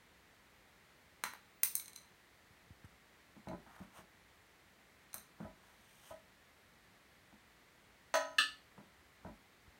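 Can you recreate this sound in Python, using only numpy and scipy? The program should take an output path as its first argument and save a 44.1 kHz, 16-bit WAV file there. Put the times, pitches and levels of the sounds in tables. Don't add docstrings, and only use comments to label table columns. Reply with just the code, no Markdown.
import sys
import numpy as np
from scipy import signal
from scipy.fft import rfft, irfft, next_fast_len
from scipy.io import wavfile
from scipy.ndimage import uniform_filter1d

SR = 44100
rng = np.random.default_rng(int(sys.argv[2]) if len(sys.argv) > 2 else 0)


def unload_wav(signal):
    wavfile.write(
        sys.argv[1],
        SR,
        np.round(np.clip(np.atleast_2d(signal).T, -1, 1) * 32767).astype(np.int16),
    )


N = 431738

# start in seconds, ring level in dB, ring tilt in dB per octave,
# tip crack level in dB, level of the knock of the wood in dB.
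PENCIL_CONTACTS = [(1.2383, -37, -4.5, -40.5, -34), (1.3363, -61, 8, -60, -49.5),
                   (1.6334, -23, 8.5, -23, -47), (1.7536, -28.5, 5.5, -44, -56.5),
                   (1.961, -47, -4.5, -62, -70), (3.486, -56, -11.5, -75.5, -74),
                   (5.131, -55, -6, -67, -69), (5.1427, -40.5, 4.5, -45.5, -50),
                   (5.1815, -52, -1, -68, -69.5), (8.1545, -57, 0, -45.5, -40.5)]
# first bounce in seconds,
# its ring level in dB, flight to the next bounce in seconds.
PENCIL_END_BOUNCES = [(1.798, -45.5, .083), (1.8585, -55, .099)]
# usual frequency in Hz, width in Hz, level in dB.
PENCIL_MODES = [(2207, 111.3, -5.5), (4050, 150, 2.5), (6183, 250, 2), (8840, 420, 3), (11700, 500, -0.5),
                (15120, 1600, -9)]
# frequency in Hz, level in dB per Hz.
TIP_CRACK_COLOUR = [(60, -48), (400, -32), (900, -17.5), (2000, 2.5), (2700, -6.5), (3600, -5.5),
                    (5500, 1.5), (7500, -13), (10000, 4), (11700, 8), (13000, 6), (15500, 6.5)]
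# frequency in Hz, level in dB per Hz.
WOOD_KNOCK_COLOUR = [(40, -38.5), (200, -16), (600, -15), (950, 0), (1400, -2), (2100, -6), (2800, -15.5),
                     (5000, -25.5), (12000, -40)]
# start in seconds, ring gain in dB, clatter level in dB,
# place (0 = foot ring, 1 = leg), ring time as a share of the usual.
FRAME_BLOWS = [(8.1402, -2, -30, 0, 1.4), (8.384, 1, -27.5, 1, 0.92)]
# frequency in Hz, usual decay time t60 in seconds,
# level in dB struck at the foot ring, level in dB struck at the leg.
FRAME_MODES = [(280, 0.55, -51, -57), (587, 0.3, -33, -57), (640, 0.3, -28, -65), (678, 0.3, -37, -68),
               (797, 0.3, -40, -70), (856, 0.3, -39, -67), (990, 0.35, -34, -66), (1276, 0.33, -34, -36),
               (1410, 0.4, -46, -50), (1510, 0.28, -37, -44), (1595, 0.25, -57, -38),
               (1712, 0.25, -51, -32), (1750, 0.3, -44, -28), (1841, 0.3, -40, -46), (1890, 0.27, -38, -47),
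               (2482, 0.22, -46, -57), (2681, 0.22, -55, -33), (2740, 0.28, -63, -38),
               (2790, 0.25, -57, -36), (2950, 0.32, -48, -35), (3342, 0.2, -44, -43),
               (3467, 0.27, -55, -42), (3531, 0.31, -59, -36), (4011, 0.25, -50, -40),
               (4109, 0.23, -46, -36), (4382, 0.3, -50, -42), (5572, 0.22, -54, -45),
               (6320, 0.33, -46, -61), (6385, 0.31, -47, -62), (8064, 0.33, -61, -46),
               (15600, 0.16, -51, -63)]
# frequency in Hz, level in dB per Hz at the
# foot ring, level in dB per Hz at the leg.
CLATTER_COLOUR = [(50, -50, -51), (196, -22, -9.5), (515, -1, -21), (620, 10.5, -18), (1050, 1, -23),
                  (1184, 4, 7), (1930, 8.5, 1), (2220, -6, -11.5), (2870, -1, 10.5), (3750, -9, 0),
                  (4490, -1, 10.5), (4840, -12, 0), (6160, 0.5, -3.5), (7600, -13, -9.5), (8730, -7.5, 3.5),
                  (9200, -18, -15.5), (14850, -30, -17.5)]
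# start in seconds, boards level in dB, first contact
# corner in Hz, frame gain in dB, deep boom level in dB, loss at each later contact in dB.
LIMB_BUMPS = [(3.365, -52, 300, -44, -72, 16), (3.471, -41.5, 754, -15.5, -51, 0.3),
              (3.6635, -56, 1800, -38, -62, 12), (3.801, -47, 297, -22, -52, 8),
              (3.985, -53.5, 900, -32, -61, 7), (5.143, -54.5, 694, -25, -60.5, 7),
              (5.402, -39.5, 545, -24, -61, 8.5), (5.4461, -47.5, 1013, -19, -46.5, 9.5),
              (6.108, -54.5, 700, -11.5, -55.5, 14), (7.326, -55, 247, -43, -65.5, 18.5),
              (8.779, -48.5, 1100, -36, -64, 8), (9.248, -44.5, 910, -22, -48, 4)]
# frequency in Hz, width in Hz, level in dB.
BOARD_MODES = [(178.4, 35, 4.5), (220.6, 24, 6.5), (247, 38, 0.5), (349, 104, -2), (374.4, 35, -1.5),
               (516, 124, -10), (613, 130, -4.5), (840, 190, -1.5), (1054, 130, -10.5), (1270, 300, -11.5),
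               (1640, 700, -12.5)]
# frequency in Hz, width in Hz, level in dB.
FLOOR_MODES = [(48.5, 5.5, -4.5), (82, 32, -2)]
# middle in seconds, half length in seconds,
# scuff level in dB, cloth hiss level in dB.
STROKES = [(2.852, 0.0093, -64.5, -73), (3.77, 0.11, -63, -76), (3.98, 0.04, -59.5, -64),
           (5.674, 0.072, -71, -76), (5.957, .17, -81, -70.5), (6.085, 0.052, -69, -64.5)]
# frequency in Hz, level in dB per Hz.
SCUFF_COLOUR = [(250, -18), (750, 9), (1400, 8), (2200, -3.5), (4000, -21.5)]
# frequency in Hz, level in dB per Hz.
CLOTH_COLOUR = [(1500, -6), (3000, 11.5), (4600, -3), (6300, 7), (7400, -2), (8600, 8), (10300, -2),
                (12000, 2), (15500, -3)]
# start in seconds, level in dB, frequency settled to in Hz.
FINGER_SHIFTS = [(2.507, -61, 85), (2.706, -49.5, 82), (2.844, -49, 87), (9.678, -55.5, 59.7)]
# frequency in Hz, relative level in dB.
ROOM_NOISE_COLOUR = [(22, -30.5), (38, -11), (55, 0.5), (145, -5), (180, -2), (240, -5.5), (550, -8),
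                     (1500, -9), (1950, -5.5), (2700, -13), (4200, -15.5), (5200, -20), (9000, -23),
                     (10300, -25), (15800, -26)]
# frequency in Hz, t60 in seconds.
ROOM_DECAY = [(150, .3), (1000, 0.25), (4000, 0.36), (9000, 0.26), (15000, 0.23)]
# delay in seconds, level in dB against the diffuse tail.
WALL_ECHOES = [(.0063, -24), (0.0149, -27), (0.015, -7.5), (.0242, -11.5), (0.0325, -23)]

PITCH_SCATTER = .008
FLIGHT_SHRINK, BOUNCE_LOSS_DB = .62, 5.5
BOUNCE_TILT_DB, BOUNCE_CRACK_DB, BOUNCE_KNOCK_DB = -3.5, -15, -16
SETTLE_S, SETTLE_SCATTER_S = .0195, 0.0019
SETTLE_SOFTENS = 0.93
BRUSH_LAG_S, BRUSH_HALF_S = 0.015, 0.028
BRUSH_SCUFF_DB, BRUSH_CLOTH_DB = -21.5, -37
ROOM_NOISE_DB = -66
TOP_HZ = 15850
AGE = np.arange(SR * 3 // 4) / SR
BINS = np.fft.rfftfreq(len(AGE) * 2, 1 / SR)


def pencil():
    out = np.zeros(N)
    lowest_hz = PENCIL_MODES[0][0]
    octaves = np.log2(np.maximum(BINS, lowest_hz) / lowest_hz)
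    for s, ring_db, tilt_db, crack_db, knock_db in [*PENCIL_CONTACTS, *bounces()]:
        hardness = causal(tilt_db * octaves)
        modes = np.array(PENCIL_MODES) * [1 + PITCH_SCATTER * rng.standard_normal(), 1, 1]
        ring = through(contact(t60=0.037, chatter=0.76), resonances(modes) * hardness)
        crack = through(contact(t60=0.022, chatter=1.5), causal(along(TIP_CRACK_COLOUR, BINS)))
        knock = through(contact(t60=.025, chatter=0.34), causal(along(WOOD_KNOCK_COLOUR, BINS)))
        add(out, s, in_room(amp(ring_db) * ring, wet_db=-6.0))
        add(out, s, in_room(amp(crack_db) * crack, wet_db=-6))
        add(out, s, in_room(amp(knock_db) * knock, wet_db=-2.5))
    return out


def bounces(count=4):
    k = np.arange(count)
    for start, first_db, flight in PENCIL_END_BOUNCES:
        flights = flight * FLIGHT_SHRINK ** k
        starts = start + np.cumsum(flights) - flights
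        for s, db in zip(starts, first_db - BOUNCE_LOSS_DB * k):
            yield s, db, BOUNCE_TILT_DB, db + BOUNCE_CRACK_DB, db + BOUNCE_KNOCK_DB


def frame_blows():
    out = np.zeros(N)
    for s, ring_db, clatter_db, place, sustain in FRAME_BLOWS:
        colour = np.array(CLATTER_COLOUR)[:, [0, 2 if place > .5 else 1]]
        clatter = through(contact(t60=0.083, chatter=3.9), causal(along(colour, BINS)))
        add(out, s, amp(ring_db) * frame_ring(place, sustain=sustain))
        add(out, s, in_room(amp(clatter_db) * clatter, wet_db=-1.5))
    return out


def frame_ring(place, corner_hz=np.inf, attack=0.0012, sustain=1):
    hz, t60, ring_db, leg_db = np.transpose(FRAME_MODES)[:, :, None]
    size = amp(leg_db if place > .5 else ring_db) / (1 + (hz / corner_hz) ** 2)
    twin_hz = hz + rng.choice([-1, 1], hz.shape) * rng.uniform(12, 30, hz.shape)
    phase = rng.random((2, *hz.shape))
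    mode = np.sin(2 * np.pi * (hz * AGE + phase[0]))
    twin = np.sin(2 * np.pi * (twin_hz * AGE + phase[1]))
    ring = (size * fade(t60 * sustain) * (mode + .3 * twin)).sum(0)
    return ring * (1 - np.exp(-AGE / attack))


def bumps():
    out = np.zeros(N)
    for s, boards_db, corner_hz, frame_db, boom_db in settling():
        flesh = 1 / (1 + 1j * BINS / corner_hz) ** 2
        thud = through(contact(t60=0.027, chatter=0.95), resonances(BOARD_MODES) * flesh)
        boom = through(AGE == 0, resonances(FLOOR_MODES) * flesh)
        ring = frame_ring(place=0, corner_hz=corner_hz, attack=2 / corner_hz)
        ring = ring * fade(t60=0.94)
        add(out, s, in_room(amp(boards_db) * thud, wet_db=-5.0))
        add(out, s, amp(boom_db) * boom + amp(frame_db) * ring)
    return out


def settling(count=4):
    for s, boards_db, corner_hz, frame_db, boom_db, loss_db in LIMB_BUMPS:
        gaps = SETTLE_S + SETTLE_SCATTER_S * rng.standard_normal(count)
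        for k in range(count):
            lost_db = k * loss_db
            if lost_db < 20:
                start, softer_hz = s + gaps[:k].sum(), corner_hz * SETTLE_SOFTENS ** k
                yield start, boards_db - lost_db, softer_hz, frame_db - lost_db, boom_db - lost_db


def slides():
    t = np.arange(N) / SR
    slips = unit(uniform_filter1d(rng.standard_normal(N), size=200))
    grain = amp(2.05 * slips)
    scuff, cloth = unit(noise(SCUFF_COLOUR) * grain), unit(noise(CLOTH_COLOUR) * grain)
    brushes = [(s + BRUSH_LAG_S, BRUSH_HALF_S, boards_db + BRUSH_SCUFF_DB, boards_db + BRUSH_CLOTH_DB)
               for s, boards_db, *_ in LIMB_BUMPS]
    out = np.zeros(N)
    for middle, half, scuff_db, cloth_db in [*STROKES, *brushes]:
        swell = np.exp(-((t - middle) / half) ** 2)
        out += swell * (amp(scuff_db) * scuff + amp(cloth_db) * cloth)
    return out


def handling():
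    out = np.zeros(N)
    for s, db, hz in FINGER_SHIFTS:
        turns = hz * (AGE + 0.0063 * (1 - fade(0.016)))
        add(out, s, amp(db) * np.sin(2 * np.pi * turns) * np.exp(-(AGE / 0.019) ** 2))
    return out


def room_noise():
    return amp(ROOM_NOISE_DB) * noise(ROOM_NOISE_COLOUR)


def in_room(x, wet_db, gap=0.0074):
    hz, t, z = signal.stft(rng.standard_normal(len(AGE)), SR, nperseg=256)
    decay = np.exp(-np.log(1000) * t / along(ROOM_DECAY, hz)[:, None])
    tail = signal.istft(z * decay, SR, nperseg=256)[1][:len(AGE)]
    tail = tail * (1 - np.exp(-(AGE / gap) ** 2))
    tail /= np.linalg.norm(tail)
    for delay, db in WALL_ECHOES:
        add(tail, delay, amp([db]))
    return x + amp(wet_db) * signal.fftconvolve(x, tail)[:len(AGE)]


def contact(t60, chatter):
    rattle = rng.standard_normal(len(AGE)) * fade(t60)
    return (AGE == 0) + chatter * rattle / np.linalg.norm(rattle)


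def through(force, response):
    return unit_blow(irfft(rfft(force, 2 * len(AGE)) * response)[:len(AGE)])


def resonances(modes):
    response = 0
    for k, (hz, width, db) in enumerate(modes):
        damping = 1j * BINS * width
        response = response + (-1) ** k * amp(db) * damping / (hz * hz - BINS ** 2 + damping)
    return response


def causal(db):
    cepstrum = irfft(db * np.log(10) / 20)
    cepstrum[1:len(AGE)] *= 2
    cepstrum[len(AGE) + 1:] = 0
    return np.exp(rfft(cepstrum))


def noise(spectrum):
    m = next_fast_len(N)
    gains = amp(along(spectrum, np.fft.rfftfreq(m, 1 / SR)))
    return unit(irfft(rfft(rng.standard_normal(m)) * gains, m)[:N])


def along(points, hz):
    f, v = np.transpose(points)
    return np.interp(np.log(hz + 1), np.log(f + 1), v)


def fade(t60):
    return np.exp(-np.log(1000) * AGE / t60)


def amp(db):
    return 10 ** (np.asarray(db) / 20)


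def unit(x):
    return x / np.sqrt(np.mean(x ** 2) + 1e-20)


def unit_blow(x):
    return x / np.sqrt(np.sum(x ** 2) / (.005 * SR) + 1e-20)


def add(track, s, sound):
    part = track[round(s * SR):][:len(sound)]
    part += sound[:len(part)]


def scene():
    near = pencil() + frame_blows() + bumps() + slides() + handling()
    return (near + room_noise())[None]


def record(dry):
    m = next_fast_len(N + SR // 2)
    kept = np.fft.rfftfreq(m, 1 / SR) < TOP_HZ
    return irfft(rfft(dry, m) * kept, m)[:, :N]


dry = scene()
out = record(dry)
unload_wav(out)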